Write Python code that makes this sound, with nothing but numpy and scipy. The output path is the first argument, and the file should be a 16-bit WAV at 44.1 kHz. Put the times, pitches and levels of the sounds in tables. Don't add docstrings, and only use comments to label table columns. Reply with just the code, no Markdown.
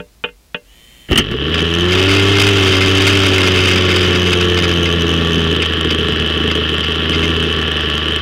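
import sys
import numpy as np
from scipy import signal
from scipy.fft import rfft, irfft
from scipy.io import wavfile
from scipy.ndimage import uniform_filter1d

SR = 44100
rng = np.random.default_rng(int(sys.argv[2]) if len(sys.argv) > 2 else 0)


def transcribe(signal):
    frames = np.atleast_2d(signal).T
    limited = np.clip(frames, -1, 1)
    pcm = np.round(limited * 32767).astype(np.int16)
    wavfile.write(sys.argv[1], SR, pcm)


N = 362061
TIME = np.arange(N) / SR

# frequency in Hz, relative density in dB.
BREEZE_SPECTRUM = [(20, -28), (50, 3), (100, -18), (200, -18.5), (500, -26), (1500, -31.5), (4000, -30.5),
                   (15000, -37.5)]
WHIR_SPECTRUM = [(200, -5.5), (1500, -21), (1900, -9), (2850, -10), (3080, 1.5), (3300, -11), (4100, -20),
                 (5000, -22), (7000, -18), (15000, -23)]
THUMP_SPECTRUM = [(20, -32), (45, 6.5), (90, -4), (170, 1), (350, -1), (550, -18), (1000, -27), (3000, -50)]
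# start in seconds, relative level in dB, hardness as a cutoff in Hz.
BLOWS = [(0.001, -5.5, 430), (0.2389, -4, 2600), (0.2414, -8.5, 2600), (.247, -9, 1800), (.275, -28, 3000),
         (.287, -22, 2500), (0.5451, -7, 4800), (.553, -25, 2350)]
# frequency in Hz, gain in dB, time to decay by 60 dB in seconds.
DECK_MODES = [(180, -20.5, 0.11), (270, -30, 0.14), (424, -20, 0.12), (482, -19.5, 0.15), (590, -21.5, .16),
              (720, -28, 0.048), (895, -24, 0.087), (1120, -30, 0.075), (1390, -11, 0.03),
              (1530, -18, 0.073), (1650, -21, 0.083), (1900, -22, 0.047), (2100, -33, 0.18),
              (2495, -9.5, 0.053), (2740, -16, 0.11), (2830, -10, 0.031), (3310, -10.5, 0.021),
              (3580, -18, 0.032)]
# frequency in Hz, bandwidth in Hz, gain in dB.
HULL_MODES = [(623, 55, -1), (800, 165, -6), (1155.3, 20.3, 10.5), (1378, 158, 4.5), (1540, 17, 1),
              (1749, 205, 8.5), (2320, 116, -3.5), (2693, 76, 10), (2990, 177, 16), (3186, 36, 11.5)]
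FITTING_MODES = [(1400, 300, -2), (2108, 60, 6), (2600, 350, 3), (3760, 220, -3), (4400, 400, -11),
                 (4960, 210, -2), (5700, 600, -12)]
SILENCER_MODES = [(148, 156, -0.5), (225.6, 12, 5), (314.3, 47, -1), (403.3, 36, -1.5), (430.8, 21.3, 1.5)]
# multiple of the motor's speed, relative level in dB.
GEAR_PARTIALS = [(16, -10), (26, -3), (30, -11), (35, -14), (59, -15)]
# start in seconds, thump in dB, crunch in dB, decay in seconds.
HULL_JOLTS = [(1.087, -22.5, -26.5, 0.021), (1.101, -19, -24, 0.0077), (1.112, -7, -21, 0.012),
              (1.119, -12, -8.5, 0.0067), (1.129, -10, -12.5, 0.025), (1.157, -8, -6, 0.013),
              (1.176, 4.5, 7, 0.016), (1.314, -10, -11.5, 0.015)]
# time of the peak in seconds, relative level in dB.
LOUD_RATTLES = [(1.549, -25.5), (1.594, -26), (1.933, -27), (2.196, -25), (2.414, -15), (2.48, -16),
                (2.676, -21), (2.824, -19.5), (3.077, -13.5), (4.333, -18.5), (4.417, -21), (4.583, -20),
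                (4.644, -20), (4.716, -25.5), (4.869, -23.5), (5.627, -23), (5.908, -22.5), (6.516, -27),
                (6.848, -32), (7.147, -24), (7.24, -24.5)]
# frequency in Hz, gain in dB.
PIPE_RESPONSE = [(110, 4), (166, 3), (198, -16), (243, 2.5), (268, -14.5), (290, -1.5), (330, 3.5),
                 (385, -3), (425, 1), (465, -21.5), (580, -13.5), (720, -49)]
# time in seconds, speed in turns per second.
CRANK_SPEED = [(1.25, 48.8), (1.38, 66.3), (1.52, 82.1), (1.64, 81.3), (2.1, 97.1), (2.49, 99.9),
               (2.72, 94.3), (3.15, 97.7), (3.42, 93.6), (4.54, 88.4), (5.0, 84.1), (6.32, 78.4),
               (6.48, 80.3), (6.65, 77.8), (7.29, 82.2), (7.93, 75.3), (8.06, 77.6), (8.2, 76.0)]
# time in seconds, relative exhaust level in dB.
EXHAUST_EFFORT = [(1.25, -24.5), (1.45, -20.5), (1.62, -18), (1.7, -18.5), (1.83, -13.0), (2.1, -12.5),
                  (4.1, -14), (5.48, -14.5), (5.66, -23.5), (5.93, -19.5), (6.3, -22.5), (6.48, -20.5),
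                  (6.8, -24.5), (7.03, -22), (7.2, -16.5), (7.46, -19.5), (7.72, -24), (8.2, -25.5)]
# time in seconds, share of the charge left unburnt on a weak turn.
UNBURNT_SHARE = [(1.2, 0.47), (1.64, .6), (1.72, 0.19), (2.3, 0.3), (5.47, 0.4), (5.58, 0.71), (6.6, 0.81),
                 (7.25, 0.53), (8.2, 0.75)]


def from_db(db):
    return 10 ** (np.asarray(db) / 20)


def unit_rms(x):
    return x / np.sqrt(np.mean(x ** 2) + 1e-20)


def noise():
    return rng.standard_normal(N)


def curve(rows):
    return np.interp(TIME, *np.transpose(rows))


def low_pass(x, hz, order=2):
    return signal.sosfilt(signal.butter(order, hz, fs=SR, output="sos"), x + 1e-18)


def colour(x, spectrum):
    hz, db = np.transpose(spectrum)
    bin_hz = np.maximum(np.arange(N // 2 + 1) * SR / N, 1)
    gain = from_db(np.interp(np.log(bin_hz), np.log(hz), db))
    return unit_rms(irfft(rfft(x) * gain, N))


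def resonate(x, modes, ratio=1):
    out = 0
    for k, (hz, width, db) in enumerate(modes):
        r = np.exp(-np.pi * width / SR)
        poles = [1, -2 * r * np.cos(2 * np.pi * hz / SR), r * r]
        gain = ratio ** k * from_db(db) * (1 - r * r) / 2
        out += gain * signal.lfilter([1, 0, -1], poles, x + 1e-18)
    return out


def levelled(x, window=6000):
    power = uniform_filter1d(uniform_filter1d(x * x, window), window)
    return x / np.sqrt(np.abs(power) + 1e-3 * np.mean(x * x))


def impulses(at, sizes):
    return np.bincount(np.clip(np.asarray(at) * SR, 0, N).astype(int), sizes, N + 1)[:N]


def decay(x, decay_s):
    return signal.lfilter([1], [1, -np.exp(-1 / (decay_s * SR))], x + 1e-18)


def breeze(level_db=-49):
    return from_db(level_db) * colour(noise(), BREEZE_SPECTRUM)


def knocks(ring_db=1, crack_db=-11, crack_s=0.009):
    force = sum(low_pass(impulses([s], from_db([db])), hz, order=1) for s, db, hz in BLOWS)
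    ringing = 0
    for k, (hz, db, t60) in enumerate(DECK_MODES):
        r, w = from_db(-60 / (t60 * SR)), 2 * np.pi * hz / SR
        mode = signal.lfilter([0, np.sin(w)], [1, -2 * r * np.cos(w), r * r], force)
        ringing += (-1) ** k * from_db(db) * mode
    at, blow_db, hardness = np.transpose(BLOWS)
    edges = impulses(at, from_db(blow_db) * hardness / hardness.max())
    roughness = unit_rms(low_pass(resonate(noise(), HULL_MODES + SILENCER_MODES), hz=3100, order=6))
    crack = decay(edges, crack_s) * roughness
    return low_pass(from_db(ring_db) * ringing + from_db(crack_db) * crack, hz=3900, order=4)


def starter(on_s=0.54, off_s=1.2, spin_up_s=0.06, top_hz=120, gain_db=-46.5, brush_db=3):
    speed_share = 1 - np.exp(-np.maximum(TIME - on_s, 0) / spin_up_s)
    waver = 1 + 0.0052 * unit_rms(low_pass(noise(), hz=12))
    turns = np.cumsum(top_hz * speed_share * waver) / SR
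    ticks = np.diff(np.floor(turns), prepend=0)
    whir = colour(unit_rms(ticks - ticks.mean()) + from_db(brush_db) * noise(), WHIR_SPECTRUM)
    whine = sum(from_db(db) * np.sin(2 * np.pi * multiple * turns) for multiple, db in GEAR_PARTIALS)
    envelope = (TIME < off_s) * speed_share ** 8.9
    return from_db(gain_db) * envelope * (whir + whine)


def jolts():
    heave = sum(decay(impulses([s], from_db([db])), decay_s) for s, db, _, decay_s in HULL_JOLTS)
    crunch = sum(decay(impulses([s], from_db([db])), decay_s) for s, _, db, decay_s in HULL_JOLTS)
    thump = low_pass(heave, hz=230) * colour(noise(), THUMP_SPECTRUM)
    hull_noise = unit_rms(low_pass(resonate(noise(), HULL_MODES, ratio=-1.055), hz=8400))
    return thump + crunch * hull_noise


def fitting(at, period, speed, cranking, loose_hz=89.77, range_hz=0.35, flares_per_s=26):
    loose = 0.5 + 0.5 * np.tanh((speed - loose_hz) / (2 * range_hz))
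    chatter = from_db(-26 + 12 * loose - 8.5 * cranking)
    flaring = rng.random(len(at)) < flares_per_s * period * np.interp(at, TIME, loose)
    flare_db = rng.normal(-26, 2, len(at))
    swell_gain_db, swell_s = 11, 0.014
    swell_power = 0
    for s, db in LOUD_RATTLES + list(zip(at[flaring], flare_db[flaring])):
        bell = np.exp(-np.minimum(((TIME - s) / swell_s) ** 2, 20))
        swell_power += (from_db(db + swell_gain_db) * bell) ** 2
    bounces = 0
    for _ in range(4):
        bounces += impulses(at + period * rng.random(len(at)), from_db(rng.normal(0, 3, len(at))))
    metal = resonate(decay(bounces, decay_s=0.002) * noise(), FITTING_MODES, ratio=-0.95)
    return (chatter + np.sqrt(swell_power)) * levelled(low_pass(metal, hz=6000, order=4), window=1000)


def crankcase(turns, shake_db=-16):
    return np.sqrt(2) * np.cos(2 * np.pi * turns) + from_db(shake_db) * colour(noise(), THUMP_SPECTRUM)


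def piston(at, period, strengths, revving, lead_s=0.0016, contact_s=0.0009, snap_db=21, tick_db=-21):
    top_scatter, timing_scatter, bottom_scatter = rng.standard_normal((len(at), 3)).T
    top_at = at - lead_s
    bottom_at = top_at + period * (0.66 + 0.01 * timing_scatter)
    top = impulses(top_at, strengths ** 0.45 * from_db(1.23 * top_scatter))
    bottom = impulses(bottom_at, from_db(-6 + 1.23 * bottom_scatter))
    buzz = from_db(-12 + 8 * revving)
    grit = (decay(top + bottom, contact_s) + buzz) * noise()
    snaps = from_db(snap_db) * (top * rng.choice([-1, 1], N) + bottom)
    hull = low_pass(resonate(snaps + grit, HULL_MODES), hz=3550, order=12)
    tick_force = 2 * decay(bottom, contact_s) * noise() + 0.5 * grit
    tick = resonate(tick_force, modes=[(4000, 240, 21), (5450, 110, 16), (10100, 1900, -7)])
    return levelled(hull + from_db(tick_db) * tick)


def firing_strengths(unburnt, third_turn_chance=0.81, spread_db=1.5):
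    count = len(unburnt)
    strong_turns = np.cumsum(np.where(rng.random(count) < third_turn_chance, 3, 2))
    weak = ~np.isin(np.arange(count), strong_turns)
    return (1 - weak * unburnt) * from_db(rng.normal(0, spread_db, count))


def exhaust_drone(turns, speed):
    hz, db = np.transpose(PIPE_RESPONSE)
    orders = np.arange(2, 9)[:, None]
    gains = from_db(np.interp(orders * speed, hz, db))
    return levelled(np.sum(gains * np.cos(2 * np.pi * orders * turns), axis=0))


def exhaust_sputter(at, strengths, jitter_s=0.0003, gas_db=-24, gas_s=0.0056):
    burn_at = at + rng.normal(0, jitter_s, len(at))
    pops = impulses(burn_at, strengths)
    gas = from_db(gas_db) * decay(pops, gas_s) * noise()
    silencer = resonate(pops + gas, SILENCER_MODES, ratio=-1.19)
    return levelled(low_pass(silencer, hz=520, order=6))


def engine(idle_hz=80, full_hz=100, caught_s=1.563, catch_s=0.2, drone_db=8, sputter_db=10.5):
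    speed, effort_db, unburnt = curve(CRANK_SPEED), curve(EXHAUST_EFFORT), curve(UNBURNT_SHARE)
    revving = np.clip((speed - idle_hz) / (full_hz - idle_hz), 0, 1)
    cranking = np.clip((caught_s - TIME) / catch_s, 0, 1)
    turns = np.cumsum(speed) / SR
    at = np.interp(np.arange(1, int(turns[-1])), turns, TIME)
    period = 1 / np.interp(at, TIME, speed)
    strengths = firing_strengths(np.interp(at, TIME, unburnt))
    exhaust = from_db(drone_db) * (1 - unburnt) * exhaust_drone(turns, speed)
    exhaust += from_db(sputter_db) * unburnt * exhaust_sputter(at, strengths)
    crankcase_db = -17 + 7.5 * revving - 6 * cranking + 0.32 * (effort_db - effort_db.mean())
    piston_db = -12 + 3.5 * revving - 8.5 * cranking
    sound = from_db(effort_db) * exhaust
    sound += from_db(crankcase_db) * crankcase(turns)
    sound += from_db(piston_db) * piston(at, period, strengths, revving)
    sound += fitting(at, period, speed, cranking)
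    fade_in = np.interp(TIME, [1.11, 1.2], [0, 1])
    return fade_in * sound


def scene():
    return (knocks() + starter() + jolts() + engine() + breeze())[None]


def record(dry, knee=16, ceiling_db=-6.5, attack_s=0.03, release_db_per_s=10, cutoff_hz=15700):
    clipped = dry / (1 + dry ** knee) ** (1 / knee)
    over_db = np.maximum(20 * np.log10(np.abs(clipped) + 1e-9) - ceiling_db, 0)
    release_db = release_db_per_s * TIME
    held_db = np.maximum.accumulate(over_db + release_db, axis=1) - release_db
    reduction_db = decay(held_db, attack_s) / (attack_s * SR)
    band_limit = signal.ellip(10, 0.1, 80, cutoff_hz, fs=SR, output="sos")
    return signal.sosfilt(band_limit, clipped * from_db(-reduction_db))


dry = scene()
out = record(dry)
transcribe(out)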